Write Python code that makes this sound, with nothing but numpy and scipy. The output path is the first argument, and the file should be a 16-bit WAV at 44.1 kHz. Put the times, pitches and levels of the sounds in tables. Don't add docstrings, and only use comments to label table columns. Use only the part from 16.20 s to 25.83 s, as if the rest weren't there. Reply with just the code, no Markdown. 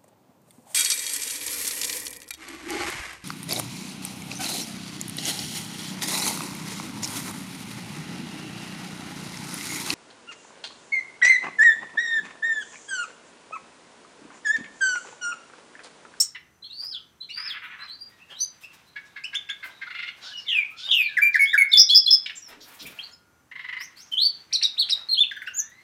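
import sys
import numpy as np
from scipy import signal
from scipy.fft import rfft, irfft
from scipy.io import wavfile
from scipy.ndimage import uniform_filter1d

SR = 44100
rng = np.random.default_rng(int(sys.argv[2]) if len(sys.argv) > 2 else 0)


def to_linear_factor(level_db):
    exponent = np.asarray(level_db, float) / 20
    return 10 ** exponent


def transcribe(u):
    v = np.clip(np.atleast_2d(u).T, -1, 1)
    q = np.round(v * 32767).astype(np.int16)
    wavfile.write(sys.argv[1], SR, q)


N = 424683

# [(length_share, glide_share, level_db), ..]
PIP = (-30.5, [(0, 0, -7), (.4, 0.46, -1), (1, 1, -6)])
# [(length_share, glide_share, level_db), ..]
HOOK = ((-19, -3.5, -4, 23.5), [(0, 0.021, -11), (.38, .78, 0), (1, 0.93, -15.5)])
# [(length_share, glide_share, level_db), ..]
HOLD = ((-33.5, 12), [(0, 0.073, -5), (.28, 0.83, 0.5), (1, 0.89, -7)])
# [(length_share, glide_share, level_db), ..]
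DROP = (-29.5, [(0, 0, -7), (.45, .6, 0), (1, 0.98, -3)])
# [(length_share, glide_share, level_db), ..]
SWELL = (-27.5, [(0, 0.14, -4.5), (.5, 0.55, -2), (1, 0.99, -3)])
# [(length_share, glide_share, level_db), ..]
TICK = (-10, [(0, 0.032, -6), (.35, 0.77, -5), (1, 0.99, -2.5)])
# [(length_share, glide_share, level_db), ..]
FADE = (-27.5, [(0, 0, 0.5), (1, 1, -13.5)])
# [(length_share, glide_share, level_db), ..]
DRIFT = (-10.5, [(0, 0.039, -1.5), (.45, 0.45, 0), (1, 0.89, -3.5)])
# [(length_share, glide_share, level_db), ..]
ARCH = ((-27.5, -1, -9, 4.5), [(0, .33, -8), (.16, 0.69, -5), (.34, 0.76, 1.5), (.7, 0.99, -2),
        (.76, 0.69, 1.5), (.84, .2, 5.5), (.96, 0, -9.5)])
# [(length_share, glide_share, level_db), ..]
LEAD = ((-18, 0, 0, 7), [(0, 0, -10.5), (.6, .7, -3), (1, 1, 2)])

# start_s, length_s, from_hz, to_hz, level_db
PIPS = [(0.422, 0.038, 3960, 4370, -39), (0.486, 0.04, 2680, 2850, -53), (0.71, 0.031, 3330, 3060, -49.5),
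        (1.003, 0.0348, 3930, 4280, -36.5), (1.59, 0.039, 3885, 4190, -37.5),
        (1.786, 0.052, 4700, 4790, -37.5), (2.0, 0.037, 2560, 2770, -48), (2.204, 0.046, 5935, 6190, -22),
        (4.157, .03, 5550, 5690, -47.5), (4.639, .06, 4700, 4870, -43.5), (4.661, .03, 2940, 3050, -36),
        (4.812, 0.092, 4900, 3580, -38), (5.257, 0.089, 3200, 3816, -28.5),
        (6.818, 0.028, 3830, 4770, -34.5)]
# start_s, length_s, from_hz, to_hz, level_db
HOOKS = [
    (1.088, 0.03, 2070, 3020, -33.5),
    (2.43, 0.0255, 2368, 2790, -38),
    (3.037, 0.037, 2223, 3100, -28.5),
    (3.144, .034, 2350, 3774, -22),
    (3.289, .033, 2352, 3766, -25),
    (9.26, .03, 2260, 2917, -30.5),
]
# start_s, length_s, from_hz, to_hz, level_db
HOLDS = [
    (0, 0.024, 6730, 8750, -20.5),
    (5.014, 0.08, 2305, 2373, -16),
    (5.192, 0.06, 2240, 2198, -13),
    (5.377, 0.06, 2301, 2166, -9),
    (5.527, .05, 3765, 3449, -7.5),
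    (5.695, 0.06, 3114, 3440, -13),
    (5.872, 0.036, 3256, 3447, -15.5),
    (6.788, 0.024, 2364, 3394, -31),
]
# start_s, length_s, from_hz, to_hz, level_db
DROPS = [
    (4.968, .027, 2178, 1534, -16),
    (5.142, 0.028, 2190, 1550, -15),
    (5.331, .028, 1974, 1486, -13),
]
# start_s, length_s, from_hz, to_hz, level_db
SWELLS = [
    (2.155, .045, 3560, 4310, -37),
    (4.115, .085, 3060, 2800, -36.5),
    (4.632, .055, 3580, 3740, -33.5),
    (5.488, 0.033, 5010, 5410, -40.5),
    (5.517, .02, 3400, 4770, -17),
    (5.689, .022, 3707, 4505, -15),
    (5.86, .015, 4070, 4250, -15.5),
    (6.652, 0.018, 2100, 2850, -37.5),
    (7.581, .07, 4196, 6515, -38.5),
    (7.76, .07, 3690, 6570, -44),
]
# start_s, length_s, from_hz, to_hz, level_db
TICKS = [
    (9.111, 0.014, 2220, 1558, -25),
    (9.162, 0.012, 2340, 1466, -30.5),
    (9.218, 0.0138, 2325, 1374, -29),
    (9.272, 0.013, 2120, 1415, -27),
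]
# start_s, length_s, from_hz, to_hz, level_db
FADES = [
    (0, 0.024, 5217, 5890, -12.5),
    (1.68, 0.075, 3940, 4890, -36),
    (4.17, 0.048, 5050, 5530, -41),
    (6.155, 0.053, 7390, 7200, -40.5),
    (6.22, 0.079, 5760, 5050, -42.5),
    (6.925, 0.027, 5150, 5055, -46.5),
]
# start_s, length_s, from_hz, to_hz, level_db
DRIFTS = [
    (.72, 0.069, 1600, 1200, -58.5),
    (4.88, 0.075, 1810, 1470, -46),
    (2.2, .055, 4490, 4900, -34.5),
    (1.901, 0.16, 1900, 1870, -65),
    (4.031, 0.11, 1340, 1810, -50.5),
    (4.25, 0.14, 2320, 1400, -44.5),
    (4.501, 0.21, 1230, 1700, -53.5),
    (9.3, .32, 1440, 2240, -53),
]
# start_s, length_s, from_hz, to_hz, level_db
ARCHES = [
    (.5, .3, 2922, 5190, -35),
    (1.09, .26, 2923, 5293, -36.5),
]
# start_s, length_s, from_hz, to_hz, level_db
LEADS = [
    (2.184, 0.02, 5550, 5950, -38),
    (3.276, 0.012, 1750, 2250, -46),
    (3.688, 0.013, 1900, 2400, -34),
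    (3.731, .02, 2170, 2850, -38),
    (3.77, 0.021, 2262, 2880, -38),
    (3.812, .02, 2340, 2970, -39),
    (3.856, .022, 2405, 3010, -40),
    (8.308, .022, 1810, 2700, -38.5),
    (8.408, .018, 1900, 2610, -37),
    (8.682, 0.017, 1910, 3010, -41),
]
# [(time_s, pitch_hz, level_db), ..]
FLICKS = [
    ((-32, 0, -8.5, -4.5), [(8.325, 3296, -30), (8.335, 5780, -23.5), (8.339, 5710, -22.5), (8.343, 4560, -19.5), (8.352, 4200, -18), (8.365, 3650, -21)]),
    ((-33, -2, -9.5, -6), [(8.424, 3600, -20.5), (8.428, 4400, -17), (8.431, 4600, -20), (8.434, 5995, -21), (8.438, 4350, -18.5), (8.442, 3750, -21), (8.448, 4000, -18), (8.462, 3490, -17.5)]),
    ((-32, 0, -10, -4), [(8.696, 3518, -21), (8.701, 4800, -19.5), (8.706, 5806, -23), (8.71, 4660, -21), (8.714, 5510, -23), (8.719, 4018, -18.5), (8.741, 3634, -18.5)]),
]
# [(time_s, pitch_hz, level_db), ..]
FLOURISHES = [
    ((-37.5, -14), [(4.265, 3650, -39.5), (4.31, 3120, -32.5), (4.35, 2645, -23), (4.374, 2492, -18), (4.397, 2366, -27.5), (4.44, 2215, -32.5)]),
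    ((-35, 12.5, -4, 7), [(4.689, 3300, -24), (4.708, 3300, -26), (4.718, 3800, -19), (4.735, 3150, -27), (4.765, 2842, -20.5), (4.81, 2483, -16.5), (4.83, 2425, -21.5), (4.84, 2410, -30.5), (4.89, 2290, -34)]),
    ((-31.5, -9, -12), [(7.914, 3010, -44), (7.925, 3120, -29), (7.942, 3045, -26), (7.963, 3003, -40.5), (7.974, 3084, -21.5), (8.0, 3868, -19.5), (8.022, 4270, -19), (8.056, 4630, -18), (8.082, 4450, -18.5)]),
    ((-25, 0.5, -11.5, 6), [(8.568, 2245, -53), (8.582, 3680, -26.5), (8.6, 4518, -17.5), (8.62, 3684, -17), (8.635, 3017, -33)]),
    ((-31.5, -10, -12, 4.5), [(8.887, 4286, -28.5), (8.915, 4157, -23.5), (8.928, 4260, -15), (8.941, 4190, -16.5), (8.958, 2770, -32.5)]),
    ((-35, -11.5, -16), [(8.968, 2864, -30), (8.982, 3260, -18), (9.01, 3567, -17), (9.031, 3480, -19), (9.043, 2250, -30.5)]),
    ((-18, 0, 0, 7), [(9.333, 5690, -59), (9.344, 6600, -42), (9.362, 6700, -31.5), (9.38, 7320, -27.5), (9.407, 5860, -15.5)]),
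]

# start_s, length_s, start_hz, end_hz, level_db, depth_hz
BUZZES = [
    (5.571, .058, 5050, 5480, -10, 300),
    (5.746, .047, 4990, 5220, -11, 180),
    (5.905, 0.056, 5250, 5100, -13.5, 170),
    (4.28, 0.06, 3430, 2850, -26, 300),
    (4.71, .06, 3450, 2900, -21.5, 330),
]
# start_s, length_s, start_hz, end_hz, level_db, depth_hz
SHRIEK = (0, .035, 6900.5, 7000, -34, 1195.5)
WARBLE_PER_S = 125

# start_s, level_db, pulse_rate_hz
CHUCKS = [
    (2.755, -35.5, 527.3),
    (2.957, -36, 519),
    (3.126, -35.5, 512.4),
    (3.286, -35.5, 510.6),
    (3.425, -33.5, 510),
    (3.611, -34, 513.4),
]
# start_s, level_db, beak_hz
ROLL = [
    (3.664, -39.5, 1500),
    (3.7, -37.5, 1950),
    (3.744, -35, 1950),
    (3.785, -32.5, 2020),
    (3.824, -32.5, 2080),
    (3.874, -34.5, 2150),
]
# start_s, level_db
RATTLE = [
    (7.312, -39.5),
    (7.353, -37),
    (7.391, -36.5),
    (7.44, -34.5),
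    (7.485, -31.5),
    (7.524, -31.5),
    (7.564, -31),
    (7.603, -32.5),
]
RATTLE_BEAK_HZ = 1950
# start_s, level_db, beak_hz
CHATTER = [
    (1.157, -44.5, 1720),
    (1.24, -43.5, 1852),
    (1.325, -42.5, 1850),
    (1.41, -43, 1725),
    (1.495, -46, 1710),
    (1.58, -46.5, 1600),
]
# start_s, level_db, pulse_rate_hz, length_s, beak_hz
WHEEZES = [
    (3.995, -41.5, 697, .16, 3970),
    (4.55, -41, 747, .14, 3820),
]
# start_s, level_db, pulse_rate_hz, length_s, beak_hz
SNAPS = [
    (.147, -38.5, 852, 0.03, 2110),
    (6.059, -28, 703, 0.014, 2780),
    (6.095, -34, 794, 0.017, 2340),
    (6.588, -42, 702, 0.0495, 3850),
    (8.412, -35.5, 792, 0.031, 2700),
]

# pulse_rate_hz, length_s, roughness_0_1, glide_share, breadth_octaves, rise_share, mouth_db
CHATTER_VOICE = (415, .088, 0.68, 0.07, 1.47, 0.12, -27)
# beak_hz, length_s, roughness_0_1, glide_share, breadth_octaves, rise_share, mouth_db
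CHUCK_VOICE = (1792, .04, 0.22, -0.1, 0.8, .25, -21.5)
# pulse_rate_hz, length_s, roughness_0_1, glide_share, breadth_octaves, rise_share, mouth_db
ROLL_VOICE = (675.5, 0.031, 0.25, 0.03, 1, .25, -11.5)
# pulse_rate_hz, length_s, roughness_0_1, glide_share, breadth_octaves, rise_share, mouth_db
RATTLE_VOICE = (990, .022, 0.21, 0.15, 0.88, 0.22, -31)
# pulse_rate_hz, length_s, roughness_0_1, glide_share, breadth_octaves, rise_share, mouth_db
UNDERTONE_VOICE = (416.5, .026, 0.3, -0.4, 0.6, 0.7, -25)
UNDERTONE_DB = -11.5
# roughness_0_1, glide_share, breadth_octaves, rise_share, mouth_db
WHEEZE_TONE = (0.36, -0.35, 1.03, 0.35, -15)
# roughness_0_1, glide_share, breadth_octaves, rise_share, mouth_db
SNAP_TONE = (0.33, -0.43, 1.21, 0.11, -21)
# centre_hz, spread_octaves
MOUTH = (3880, 0.19)

# start_s, level_db, centre_hz, spread_octaves,
# length_s
HISSES = [(0.001, -47, 1490, 1.5, 0.013), (.438, -51, 3370, .075, .045), (1.016, -51, 3370, .11, .045),
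          (1.101, -59, 3500, 0.17, .22), (1.62, -53, 4800, .12, .04), (1.672, -50.5, 3260, 0.093, 0.038),
          (2.098, -48, 3160, .08, 0.069), (2.661, -67, 4050, .04, 0.11), (2.851, -67, 3750, 0.053, 0.21),
          (3.501, -58, 3850, 0.056, .13), (3.735, -46, 2930, 0.21, 0.24), (4.17, -48, 4670, 0.27, 0.089),
          (5.129, -39.5, 4350, 0.34, 0.057), (5.201, -46.5, 5030, .13, 0.07),
          (5.697, -48.5, 1010, .15, .012), (6.148, -47, 6250, 0.24, 0.064),
          (6.401, -44.5, 4500, 0.37, 0.052), (4.705, -44, 6160, 0.17, 0.07),
          (4.285, -49.5, 6310, 0.15, 0.046), (8.326, -45, 8590, .14, 0.04),
          (8.417, -42.5, 8730, 0.15, 0.032), (8.69, -46, 8600, 0.13, 0.037), (0, -22.5, 7200, 0.16, 0.045),
          (0, -37, 13000, .4, 0.03), (6.601, -51, 230, .75, 0.17), (6.28, -58, 330, .6, 0.28),
          (6.905, -59.5, 6940, 0.046, 0.037), (7.361, -58, 3300, 0.33, .3), (7.841, -61.5, 5750, .2, .07),
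          (8.121, -68.5, 6020, 0.01, .2), (9.085, -65.5, 6020, .01, .2)]
# [(start_s, level_db, length_s), ..]
PERCH = ((1200, 1.32), [(.615, -53, 0.035), (2.085, -54, 0.091), (3.435, -50, 0.12), (4.0, -51, 0.13),
         (4.66, -47.5, 0.046), (6.277, -46.5, .085), (6.45, -55.5, 0.41), (8.75, -51, 0.081)])
# [(start_s, level_db, length_s), ..]
WINGS = ((3000, 1.5), [(2.405, -51, 0.052), (2.528, -52.5, 0.034), (2.66, -62.5, 0.036),
         (7.76, -54.5, 0.09), (7.912, -47, 0.032)])
# [(start_s, level_db, length_s), ..]
WIRE = ((5300, 0.44), [(0, -34.5, 0.037), (2.845, -60, 0.036), (5.695, -39.5, 0.028), (6.06, -48, 0.012),
        (9.112, -53, .006), (9.163, -53, 0.0049), (9.22, -55, .006)])
# [(start_s, level_db, length_s), ..]
CLAWS = (.9, [(.64, -55, 0.013), (1.291, -60.5, .049), (1.42, -68.5, .08), (1.89, -63, .015),
         (3.435, -55.5, 0.059), (4.497, -59.5, .03), (6.278, -56.5, 0.042), (6.392, -59, 0.52),
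         (6.539, -48.5, .011), (6.623, -43, 0.0099), (6.661, -40.5, .013), (6.704, -50, .011),
         (7.6, -55, .06), (9.268, -59, 0.014), (9.335, -67, .006), (9.492, -61, .006), (.613, -58, .005),
         (9.112, -55.5, .005), (9.163, -56.5, 0.0046), (9.219, -56.5, .005)])
CLAW_HZ = 11000
# [(start_s, level_db,
# length_s), ..]
LOW_BLURS = ((264, 0.49), [(5.578, -45, 0.055), (5.752, -49.5, .04), (5.925, -55, 0.03)])
# [(start_s, level_db,
# length_s), ..]
FLAPS = ((2750, 0.63), [(8.32, -39.5, .03), (8.686, -39.5, 0.029), (14, -40.5, 0.015), (7.486, -47, .005),
         (7.526, -44, .005), (6.1, -45.5, .005), (7.607, -48, .005), (6.66, -41, 0.029)])

# frequency_hz, t60_s
ROOM = [(400, .1), (900, 0.62), (1500, 0.45), (4000, 0.36), (7000, .22), (11000, 0.16)]
# time_s, level_db
STIR = [(0, -84), (1.1, -75.5), (2.1, -62), (3, -61.5), (4.2, -58), (5, -64.5), (6.3, -63), (6.9, -55.5),
        (7.1, -98), (7.699, -63), (8.8, -58.5), (9.63, -66.5)]
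# frequency_hz, level_db
HUSH = [(30, -22), (50, -16), (65, -1.5), (130, 0), (300, -2.5), (600, -10), (1400, -8), (3500, -21),
        (7000, -20.5), (15500, -32), (16500, -60.5)]
HUSH_DB = -63.5
# centre_hz, width_hz, level_db
WHINE = (6050, 50, -81)
# start_s, end_s, pitch_hz, flutter_db, level_db
DRONE = (6.42, 7.3, 1421, 3.5, -63)
# centre_hz, spread_octaves, lift_db
CAPSULE = (15540, 0.43, 5.7)

HOARSE_DB_PER_S = 70
WAVER_PER_S = 0.05
OVERTONES_FOLLOW = 0.54
SWEEP_DULLS = 0.066
STROKE_S = 0.045
STROKE_ECHO_DB = 1.5
FAR_DIRECT_DB = -8
OVERLOAD = 1.0


def evened(x):
    return x / np.sqrt(np.mean(x ** 2) + 1e-20)


def read(points, hz):
    f, value = np.transpose(points)
    return np.interp(np.log(hz + 1), np.log(f + 1), value)


def add(mix, s, sound):
    part = mix[round(s * SR):][:len(sound)]
    part += sound[:len(part)]


def wander(luck, n, size):
    smooth = uniform_filter1d(uniform_filter1d(luck, size), size)
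    return evened(smooth)[:n]


def coloured(luck, gain):
    hz = np.fft.rfftfreq(len(luck), 1 / SR)
    return evened(irfft(rfft(luck) * gain(hz), len(luck)))


def bell(hz, octaves):
    return lambda f: np.exp(-0.5 * (np.log2((f + 20) / hz) / octaves) ** 2)


def edges(t, rise, fall):
    ramp = np.clip(np.minimum(t / rise, (t[-1] - t) / fall), 0, 1)
    return np.sin(np.pi / 2 * ramp) ** 2


def syrinx(luck, hz, overtone_db, effort_db=0):
    n = len(hz)
    first_db, fifth_db, fourth_db, onset_db = np.append(overtone_db, np.zeros(3))[:4]
    waver = 0.004 + WAVER_PER_S * np.clip(n / SR - 0.08, 0, 0.25)
    turns = np.cumsum(hz * (1 + waver * wander(luck[0], n, size=40))) / SR
    step_db = 4.0 - hz / 400 - 0.59 * max(first_db + 33.0, 0)
    sweep_db = np.minimum(SWEEP_DULLS * abs(np.gradient(hz)) * SR / 1000, 9)
    dull_db = onset_db * np.linspace(1, -1, n) + OVERTONES_FOLLOW * effort_db - sweep_db
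    upper = np.zeros(n)
    for k in range(7):
        partial = k + 2
        partial_db = first_db + dull_db + step_db * k + fifth_db * (k == 3) + fourth_db * (k == 2)
        audible = partial * hz < SR / 2.5
        upper += to_linear_factor(partial_db) * np.sin(2 * np.pi * partial * turns) * audible
    upper = upper * to_linear_factor(3.5 * wander(luck[1][::-1], n, size=60))
    breath = to_linear_factor(min(HOARSE_DB_PER_S * n / SR - 35.0, -9)) * wander(luck[0][::-1], n, size=40)
    voice = (1 + breath) * np.sin(2 * np.pi * turns) + upper
    return np.sqrt(2) * voice * to_linear_factor(3.2 * wander(luck[1], n, size=150))


def whistle(luck, overtone_db, rows):
    s, hz, db = np.transpose(rows)
    t = np.arange(s[0], s[-1], 1 / SR)
    rounding = np.clip(len(t) // (3 * len(s)), 70, 500)
    glide = uniform_filter1d(np.interp(t, s, hz), size=rounding, mode="nearest")
    voice = syrinx(luck, glide, overtone_db, np.interp(t, s, db - db.max()))
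    return s[0], voice * to_linear_factor(np.interp(t, s, db) - 1.58) * edges(t - s[0], 0.0019, 0.0042)


def stretched(kinds):
    notes = []
    for (overtone_db, shape), rows in kinds:
        for s, length, a, b, db in rows:
            points = [(s + at * length, a + glide * (b - a), db + rel) for at, glide, rel in shape]
            notes.append((overtone_db, points))
    return notes


def whistles():
    kinds = ((PIP, PIPS), (HOOK, HOOKS), (HOLD, HOLDS), (DROP, DROPS), (SWELL, SWELLS), (TICK, TICKS),
             (FADE, FADES), (DRIFT, DRIFTS), (ARCH, ARCHES))
    return FLOURISHES + stretched(kinds) + FLICKS


def buzz(luck, s, length, start_hz, end_hz, db, depth_hz):
    t = np.arange(0, length, 1 / SR)
    n = len(t)
    swing = np.sin(2 * np.pi * WARBLE_PER_S * t + 0.6 * wander(luck[0], n, size=300))
    swing = swing * to_linear_factor(2.2 * wander(luck[1], n, size=300))
    pitch = start_hz + (end_hz - start_hz) * t / length + depth_hz * swing
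    return s, syrinx(luck, pitch, -30.5) * to_linear_factor(db) * edges(t, 0.0039, 0.014)


def chuck(luck, s, db, hz, length, beak_hz, rough, glide, breadth, rise, mouth_db):
    t = np.arange(0, length, 1 / SR)
    rough = np.clip(rough, 0, 1)
    arch = 0.96 + 0.1 * np.sin(np.pi * t / length) + glide * (t / length - 0.5)
    pitch = hz * (arch + 0.16 * rough * wander(luck[0], len(t), size=60))
    turns = np.cumsum(pitch) / SR
    k = np.arange(1, 15)[:, None]
    octaves = np.log2(k * pitch / beak_hz)
    above = octaves > 0
    hump_db = np.where(above, -30, -55 * (550 / hz) ** 2) * (octaves / breadth) ** 2
    skirt_db = np.where(above, -6 - 19 * octaves, -70)
    throat = to_linear_factor(np.maximum(hump_db, skirt_db))
    mouth = to_linear_factor(mouth_db) * bell(*MOUTH)(k * pitch)
    voice = ((throat + mouth) * np.cos(2 * np.pi * k * (turns + 0.07 * k))).sum(0)
    rasp = coloured(luck[1], bell(beak_hz, 0.51))[:len(t)]
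    effort = to_linear_factor(db + 4.0 * rough * wander(luck[1], len(t), size=50)) * edges(t, rise * length, 0.63 * length)
    return s, effort * (evened(voice) + 1.37 * rough * rasp)


def strokes():
    rattle = [(*row, RATTLE_BEAK_HZ) for row in RATTLE]
    undertone = [(s, db + UNDERTONE_DB, 0.98 * hz) for s, db, hz in rattle]
    voiced = ((CHATTER_VOICE, CHATTER), (ROLL_VOICE, ROLL), (RATTLE_VOICE, rattle), (UNDERTONE_VOICE, undertone))
    notes = []
    for (hz, length, *tone), rows in voiced:
        notes += [(s, db, hz, length, beak_hz, *tone) for s, db, beak_hz in rows]
    beak_hz, length, *tone = CHUCK_VOICE
    notes += [(s, db, hz, length, beak_hz, *tone) for s, db, hz in CHUCKS]
    notes += [(*row, *WHEEZE_TONE) for row in WHEEZES]
    return notes + [(*row, *SNAP_TONE) for row in SNAPS]


def rustle(luck, s, db, hz, octaves, length):
    t = np.arange(0, length, 1 / SR)
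    rise = 0.0015 + 0.08 * length

    def colour(f):
        return bell(hz, octaves)(f) / np.hypot(1, (f / 17000) ** 2)

    hiss = coloured(luck[0], colour)[:len(t)]
    level_db = db + 4.5 * wander(luck[1], len(t), size=70) - 7 * t / length
    return s, to_linear_factor(level_db) * hiss * edges(t, rise, 0.45 * length)


def scrapes():
    kinds = (PERCH, WINGS, WIRE, ((CLAW_HZ, CLAWS[0]), CLAWS[1]), LOW_BLURS, FLAPS)
    contacts = [(s, db, *colour, length) for colour, rows in kinds for s, db, length in rows]
    return HISSES + contacts


def room():
    taps = np.zeros(SR // 2)
    at = np.arange(130, len(taps) - 20, 20)
    taps[at + rng.integers(0, 20, len(at))] = rng.choice([-1., 1.], len(at))
    taps *= 1 + 2.1 * np.exp(-np.arange(len(taps)) / (0.017 * SR))
    hz, t, z = signal.stft(taps, SR, nperseg=128)
    decay = to_linear_factor(-60 * t / read(ROOM, hz)[:, None])
    tail = signal.istft(z * decay, SR, nperseg=128)[1]
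    return tail / np.linalg.norm(tail)


def whine(luck, level_luck):
    hz, width, db = WHINE
    tone = coloured(luck, lambda f: np.exp(-0.5 * ((f - hz) / width) ** 2))
    return tone * to_linear_factor(db + 3 * wander(level_luck, N, size=4000))


def drone(luck):
    start, end, hz, flutter_db, db = DRONE
    t = np.arange(N) / SR
    level = to_linear_factor(db + flutter_db * wander(luck, N, size=900) - 5 * (t - start))
    fade = np.clip(np.minimum(t - start, end - t) / 0.125, 0, 1)
    return level * np.sin(2 * np.pi * hz * t) * fade


def stir(level_luck, luck):
    level_db = np.interp(np.arange(N) / SR, *np.transpose(STIR)) + 2.5 * wander(level_luck, N, size=1500)
    return to_linear_factor(level_db) * coloured(luck, bell(1500, 1.246))


def hush():
    luck = rng.standard_normal((5, N))
    air = to_linear_factor(HUSH_DB) * coloured(luck[4], lambda f: to_linear_factor(read(HUSH, f)))
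    return air + stir(luck[2], luck[3]) + whine(luck[0], luck[1]) + drone(luck[0])


def scene(count=3):
    floor = hush()
    paths = np.array([room() for _ in range(count)])
    direct, echoed = np.zeros(N), np.zeros((count, N))
    sources = ((whistle, whistles()), (buzz, [SHRIEK] + BUZZES), (chuck, strokes()), (rustle, scrapes()),
               (whistle, stretched([(LEAD, LEADS)])))
    for make, table in sources:
        pulsed = make is chuck
        for k, row in enumerate(table):
            s, sound = make(rng.standard_normal(size=(2, 36000)), *row)
            near_stroke = pulsed and len(sound) < STROKE_S * SR
            far = abs(sound).max() < to_linear_factor(-28) and not near_stroke
            add(direct, s, sound * to_linear_factor(FAR_DIRECT_DB * far))
            add(echoed[k % count], s, sound * to_linear_factor(-5.0 + 3.68 * far + STROKE_ECHO_DB * pulsed))
    ringing = signal.fftconvolve(echoed, paths, axes=1).sum(0)[:N]
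    return (direct + ringing + floor)[None]


def top_cut(x):
    return signal.sosfilt(signal.butter(12, 15850, fs=SR, output="sos"), x)


def record(dry):
    hz, octaves, db = CAPSULE
    lift = to_linear_factor(db * bell(hz, octaves)(np.fft.rfftfreq(N, 1 / SR)))
    lifted = irfft(rfft(dry) * lift, N)
    return top_cut(np.tanh(lifted * OVERLOAD) / OVERLOAD)


dry = scene()
out = record(dry)
transcribe(out)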